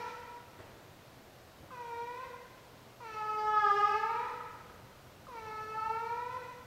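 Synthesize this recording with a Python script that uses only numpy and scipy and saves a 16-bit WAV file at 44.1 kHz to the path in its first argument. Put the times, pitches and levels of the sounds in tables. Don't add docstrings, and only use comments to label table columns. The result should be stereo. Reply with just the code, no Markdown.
import sys
import numpy as np
from scipy import signal
from scipy.fft import rfft, irfft, next_fast_len
from scipy.io import wavfile

SR = 44100
rng = np.random.default_rng(int(sys.argv[2]) if len(sys.argv) > 2 else 0)


def unload_audio(sound):
    columns = np.transpose(np.atleast_2d(sound))
    steps = np.round(np.clip(columns, -1, 1) * 32767)
    wavfile.write(sys.argv[1], SR, steps.astype(np.int16))


N = 293706
LEAD = int(0.6 * SR)
TIME = np.arange(-LEAD, N) / SR


def undb(db):
    return 10 ** (np.asarray(db) / 20)


def unit(x):
    return x / np.sqrt(np.mean(x ** 2))


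def gain_at(hz, points):
    f, db = np.transpose(points)
    return undb(np.interp(np.log(hz + 1), np.log(f), db))


def colour(x, response):
    size = next_fast_len(len(x))
    spectrum = rfft(x, size) * response(np.fft.rfftfreq(size, 1 / SR))
    return irfft(spectrum, size)[:len(x)]


def resonance(hz, centre_hz, width_hz):
    return 1 / (1 - (hz / centre_hz) ** 2 + 1j * hz * width_hz / centre_hz ** 2)


def hump(hz, centre_hz, width_hz):
    return 1 / (1 + ((hz - centre_hz) / width_hz) ** 2)


def bell(t, centre_s, half_s):
    return np.exp(-((t - centre_s) / half_s) ** 2)


def ease(share):
    return np.sin(np.pi / 2 * np.clip(share, 0, 1))


def walk(t, rate):
    steps = rng.standard_normal(8192)
    return np.interp((t - t[0]) * rate, np.arange(len(steps)), steps)


def during(start, length):
    return TIME[(TIME > start) & (TIME < start + length)]


def ports(mid, side, width):
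    side = colour(side, lambda f: gain_at(f, width))
    return np.array([mid + side, mid - side])


# frequency_hz, relative_level_db_per_hz
AIR_SPECTRUM = [(25, -10), (50, -6), (90, 1.5), (125, 0.5), (170, -3), (300, -5.5), (600, -4.5),
                (1200, -10.5), (2500, -17), (4000, -19), (6500, -24.5), (10500, -30.5), (12000, -26),
                (15500, -30.5)]
# frequency_hz, side_minus_mid_db
AIR_WIDTH = [(50, -25), (125, -22), (170, -14), (260, -8.5), (500, -5.5), (1300, -3), (2100, -2),
             (5600, -3.5), (10500, -2.5), (11200, -6), (12000, -38)]
# time_s, gain_db
RUMBLE_SWELL = [(0, -0.5), (1.2, -1.5), (3, -2.5), (4.2, 0.5), (5.3, 1), (6.6, 1)]
AIR_DB = -55.5
HUM_HZ, HUM_DB = 123.1, -67


def ventilation(hum_waver_db=3, rumble_hz=200):
    mid, side = (unit(colour(rng.standard_normal(len(TIME)), lambda f: gain_at(f, AIR_SPECTRUM)))
                 for _ in range(2))
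    air = ports(mid, side, AIR_WIDTH) * undb(AIR_DB)
    rumble = np.array([colour(channel, lambda f: 1 / (1 + (f / rumble_hz) ** 4)) for channel in air])
    steady_hiss = air - rumble
    hum_phase = 2 * np.pi * HUM_HZ * TIME + 1.14 * walk(TIME, 5)
    hum_gain = undb(HUM_DB + hum_waver_db * walk(TIME, 2))
    hum = np.sqrt(2) * np.sin(hum_phase) * hum_gain
    swell = undb(np.interp(TIME, *np.transpose(RUMBLE_SWELL)))
    return steady_hiss + (rumble + hum) * swell


# frequency_hz, t60_s
RING_TIMES = [(450, 1.3), (950, 1.38), (1350, 1.62), (2000, 1.55), (3200, 1.2), (6000, 1.05)]
# frequency_hz, reflected_share_db
FACING_AWAY = [(400, -1.5), (500, 0), (830, .5), (1000, -2), (1300, 1.3), (1700, 4), (2300, 5), (6000, 4)]
# frequency_hz, side_minus_mid_db
ECHO_WIDTH = [(100, -22), (250, -12), (500, -13), (1000, -10.5), (2000, -9), (4000, -7.5), (9000, -6)]
TAIL_DB, EARLY_DB = -2.5, -17


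def room(x, direct_db=-2, early_s=0.056, gap_s=0.0049):
    t = np.arange(int(1.5 * SR)) / SR
    centres, t60s = np.transpose(RING_TIMES)

    def echoes():
        noise = rng.standard_normal(len(t))
        bands = [colour(noise, lambda f: np.interp(f, centres, share)) for share in np.eye(len(centres))]
        tail = sum(band * 1000 ** (-t / t60) for band, t60 in zip(bands, t60s))
        tail = tail * np.sqrt(2 * np.log(1000) / (t60s.mean() * SR))
        early = rng.standard_normal(len(t)) * np.exp(-t / early_s) * np.sqrt(2 / (early_s * SR))
        return (undb(TAIL_DB) * tail + undb(EARLY_DB) * early) * (t > gap_s)

    radiated = colour(x, lambda f: gain_at(f, FACING_AWAY))
    response = ports(echoes(), echoes(), ECHO_WIDTH)
    wet = signal.fftconvolve(radiated[None], response, axes=1)[:, :len(x)]
    return undb(direct_db) * x + wet


# centre_s, half_length_s, centre_hz, gain_db
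FLUTTERS = [(3.123, 0.03, 870, -11), (3.224, 0.015, 855, 5), (3.347, 0.013, 855, -9),
            (3.556, 0.032, 1280, 5.5), (3.609, 0.025, 420, -17), (3.703, 0.022, 410, -12),
            (3.932, 0.015, 420, 7), (3.986, 0.015, 1280, -14), (4.094, .005, 880, -6),
            (4.1, .008, 880, 9.5), (5.428, 0.027, 890, -6), (5.572, 0.015, 890, -18),
            (5.667, 0.027, 870, -21), (5.67, 0.031, 435, 2), (5.836, 0.055, 445, -13),
            (5.903, 0.028, 890, 5), (6.252, .007, 980, -6), (6.266, .006, 980, 2)]


def flutter(x, width_hz=260):
    out = x
    for at, half_s, centre_hz, db in FLUTTERS:
        band = colour(x, lambda f: np.exp(-((f - centre_hz) / width_hz) ** 4))
        out = out + band * (undb(db) - 1) * bell(TIME, at, half_s)
    return out


# start_s, level_db, centre_hz, decay_s, damping (resonance width over centre, no unit)
FLOOR_BUMPS = [(0.59, -44.5, 200, 0.033, 2.7), (1.603, -48.5, 155, 0.008, 0.58),
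               (1.631, -46.5, 104, 0.017, 0.48), (2.577, -52, 750, 0.0097, 1.1),
               (4.67, -57, 65.2, 0.09, 1.5), (4.698, -47, 1300, .006, 0.29)]


def bump(start, db, centre_hz, decay_s, damping, soft_hz=1500):
    age = TIME - start
    envelope = (age > 0) * np.exp(-np.maximum(age, 0) / decay_s)
    push = rng.standard_normal(len(TIME)) * envelope

    def floor(f):
        return 1j * f * resonance(f, centre_hz, damping * centre_hz) / (1 + 1j * f / soft_hz)

    return unit(colour(push, floor)) * np.sqrt(np.mean(envelope ** 2)) * undb(db)


# start_s, level_db (before the click's rise, decay and the room)
LIP_POPS = [(1.706, -37.5), (3.003, -43), (5.268, -37)]


def lip_pop(start, db, mouth_hz=1230, decay_s=0.0029, rise_s=0.0016):
    age = np.maximum(TIME - start, 0)
    ring = np.sqrt(2) * np.sin(2 * np.pi * mouth_hz * age)
    return undb(db) * ring * np.exp(-age / decay_s) * (1 - np.exp(-age / rise_s))


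def hiss(t, pitch, db, centre_hz=5200, width_hz=850, edge_s=.04):
    noise = colour(rng.standard_normal(len(t)), lambda f: hump(f, centre_hz, width_hz))
    puffs = 1 + np.cos(2 * np.pi * np.cumsum(pitch) / SR)
    edges = ease(np.minimum(t - t[0], t[-1] - t) / edge_s)
    return np.interp(TIME, t, unit(noise * puffs) * undb(db) * edges, left=0, right=0)


# frequency_hz, gain_db
THROAT_COLOUR = [(420, 3.7), (490, -.5), (840, 5), (1000, 1.4), (1300, 3.4), (1480, -1.5), (1700, -.5),
                 (1900, 0.7), (2130, -2.5), (2600, -2.2), (3300, -2.5), (4000, -1), (4800, 3), (5800, 3.5),
                 (7000, 1.5)]
RING_HZ, RING_WIDTH_HZ, RING_DB, RING_FADE_S = 5770, 260, 10.5, 0.69
PLAIN_DB = -40


def voice(t, pitch, db, mouth, throat, upper, twang_db, fundamental_db,
          mouth_width_hz=235, throat_width_hz=370, throat_peak_db=12.5,
          upper_width_hz=340, upper_peak_db=11, twang_hz=1760,
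          jitter=0.0026, waver=0.0016, shimmer_db=1.08, rasp_db=-34, unsteady=0.52,
          hoot_db_per_db=0.02, opening_hoot_db=3, opening_s=0.13, count=21):
    age = t - t[0]
    rough = undb(unsteady * np.clip(-31.5 - db, -10, 15))
    pitch = pitch * (1 + rough * (jitter * walk(t, 220) + waver * walk(t, 36.18)))
    phase = 2 * np.pi * np.cumsum(pitch) / SR
    k = np.arange(1, count + 1)[:, None]
    hz = k * pitch
    peaks_db = throat_peak_db * hump(hz, throat, throat_width_hz)
    peaks_db = peaks_db + upper_peak_db * hump(hz, upper, upper_width_hz)
    peaks_db = peaks_db + RING_DB * np.exp(-age / RING_FADE_S) * hump(hz, RING_HZ, RING_WIDTH_HZ)
    lift_db = twang_db / (1 + (twang_hz / hz) ** 6)
    hoot_db = fundamental_db + hoot_db_per_db * (PLAIN_DB - db) + opening_hoot_db * np.exp(-age / opening_s)
    gains = gain_at(hz, THROAT_COLOUR) * resonance(hz, mouth, mouth_width_hz)
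    gains = gains * undb(peaks_db + lift_db + (k == 1) * hoot_db)
    power = (abs(gains) ** 2).sum(0) / 2
    tone = (gains * np.exp(1j * k * phase)).real.sum(0) / np.sqrt(power)
    rasp = rng.standard_normal(len(t)) * (1 + np.cos(phase))
    rasp = unit(colour(rasp, lambda f: gain_at(f, THROAT_COLOUR) * abs(resonance(f, 2100, 2000))))
    edges = np.clip(np.minimum(age, t[-1] - t) / 0.0048, 0, 1)
    level = undb(db + shimmer_db * walk(t, 59.6))
    sound = (tone + undb(rasp_db + twang_db) * rough * rasp) * edges * level
    return np.interp(TIME, t, sound, left=0, right=0)


SHUT_THROAT_HZ, WIDE_THROAT_HZ, THROAT_POWER = 2320, 3150, 1.4
SHUT_UPPER_HZ, WIDE_UPPER_HZ, UPPER_POWER = 3820, 4850, 0.89
# start_s, length_s, pitch_hz, level_db, mouth_resonance_hz, twang_db
SOFT_MOANS = [(.08, 0.18, 483.5, -54, 830, -2), (0.228, 0.18, 479, -50, 970, -6),
              (2.26, 0.15, 486, -57, 770, 1), (4.315, 0.14, 488, -54, 760, 0),
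              (6.385, 0.14, 493, -51.5, 740, 9)]


def moan(start, length, pitch_hz, db, mouth_hz, twang_db,
         fade_db_per_s=22, fundamental_db=1.0, release_s=0.061, release_db=-10):
    t = during(start, length)
    release = 1 - ease((t[-1] - t) / release_s)
    level_db = db - fade_db_per_s * (t - start) + release_db * release
    return voice(t, pitch_hz, level_db, mouth_hz, SHUT_THROAT_HZ, SHUT_UPPER_HZ, twang_db, fundamental_db,
                 jitter=0.00085, waver=.0006)


FIRST_DB, CLIMB_POWER = -47, 1.6
JAW_TURN_SHARE, JAW_CLOSE_POWER, SHUT_MOUTH_HZ, WIDE_MOUTH_HZ = 0.48, 1.86, 955, 1433
TWANG_DB_PER_DB, SOFT_ONSET_DB = 1.29, -11
STRAIN_AT_S, STRAIN_HALF_S, STRAIN_SAG_HZ, STRAIN_THROAT_HZ = 3.72, .11, 23.4, 190
STRAIN_COLOUR_LAG_S, STRAIN_COLOUR_HALF_S = 0.11, .14
STRAIN_UPPER_HZ, STRAIN_TWANG_DB, STRAIN_HISS_DB = 750, 10, 9
STRAIN_SHAKE_HZ, STRAIN_SHAKES_PER_S = 3, 85
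# start_s, length_s, swell_s, fade_s, peak_level_db, last_level_db,
# first_pitch_hz, low_pitch_hz, last_pitch_hz, first_drop_s (time constant), final_climb_s,
# first_mouth_resonance_hz, mid_call_mouth_resonance_hz, base_twang_db, twang_bloom_s,
# base_hiss_db, fundamental_lift_db, base_rasp_db (before twang and roughness)
CAT_YOWLS = [(-.55, 0.66, 0.15, 0.32, -38.5, -45, 498.8, 439, 501.5, 0.047, .42, 990, 1180, -2, .03, -67, 1.5, -19.5),
             (1.709, 0.55, 0.3, 0.46, -41.5, -43.5, 521, 466.1, 529, .075, 0.31, 1230, 814, -4.5, 0.068, -92, 1, -34),
             (3.002, 1.312, 0.57, 0.71, -28.5, -43.5, 501.8, 427.3, 515.4, .048, 0.42, 1045, 1472, -0.6, 0.047, -79, 0.5, -28),
             (5.28, 1.106, 0.53, 0.55, -37.5, -41.5, 539.5, 430.5, 511.6, 0.06, 0.81, 960, 1190, -4.5, .028, -77, 1.5, -34)]


def yowl(start, length, swell_s, fade_s, peak_db, last_db, first_hz, low_hz, last_hz, drop_s, climb_s,
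         first_mouth_hz, mid_mouth_hz, twang_db, bloom_s, hiss_db, fundamental_db, rasp_db):
    t = during(start, length)
    age, left = t - start, start + length - t
    swell = (FIRST_DB - peak_db) * (1 - ease(age / swell_s))
    fade = (last_db - peak_db) * (1 - ease(left / fade_s))
    db = peak_db + swell + fade
    strain = bell(t, STRAIN_AT_S, STRAIN_HALF_S)
    bright = bell(t, STRAIN_AT_S + STRAIN_COLOUR_LAG_S, STRAIN_COLOUR_HALF_S)

    drop = np.exp(-age / drop_s)
    climb = np.maximum(1 - left / climb_s, 0) ** CLIMB_POWER
    pitch = low_hz + (first_hz - low_hz) * drop + (last_hz - low_hz) * climb
    pitch = pitch - STRAIN_SAG_HZ * strain + STRAIN_SHAKE_HZ * bright * walk(t, STRAIN_SHAKES_PER_S)

    turn_s = JAW_TURN_SHARE * length
    mouth = first_mouth_hz + (mid_mouth_hz - first_mouth_hz) * ease(age / turn_s)
    closing = np.minimum(left / (length - turn_s), 1) ** JAW_CLOSE_POWER
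    mouth = SHUT_MOUTH_HZ + (mouth - SHUT_MOUTH_HZ) * closing
    gape = np.maximum(mouth - SHUT_MOUTH_HZ, 0) / (WIDE_MOUTH_HZ - SHUT_MOUTH_HZ)
    throat = SHUT_THROAT_HZ + (WIDE_THROAT_HZ - SHUT_THROAT_HZ) * gape ** THROAT_POWER
    throat = throat + STRAIN_THROAT_HZ * strain
    upper = SHUT_UPPER_HZ + (WIDE_UPPER_HZ - SHUT_UPPER_HZ) * gape ** UPPER_POWER
    upper = upper + STRAIN_UPPER_HZ * bright

    pinch = TWANG_DB_PER_DB * (PLAIN_DB - db)
    twang = twang_db + pinch + SOFT_ONSET_DB * np.exp(-age / bloom_s) + STRAIN_TWANG_DB * bright
    call = voice(t, pitch, db, mouth, throat, upper, twang, fundamental_db, rasp_db=rasp_db)
    return call + hiss(t, pitch, hiss_db + STRAIN_HISS_DB * bright)


def scene():
    bumps = sum(bump(*row) for row in FLOOR_BUMPS)
    lips = sum(lip_pop(*row) for row in LIP_POPS)
    cat = sum(yowl(*row) for row in CAT_YOWLS) + sum(moan(*row) for row in SOFT_MOANS)
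    heard = np.array([flutter(channel) for channel in room(cat + lips + bumps)])
    return (heard + ventilation())[:, LEAD:]


def record(dry, top_hz=15700):
    return signal.sosfilt(signal.ellip(10, .2, 80, top_hz, fs=SR, output="sos"), dry)


dry = scene()
out = record(dry)
unload_audio(out)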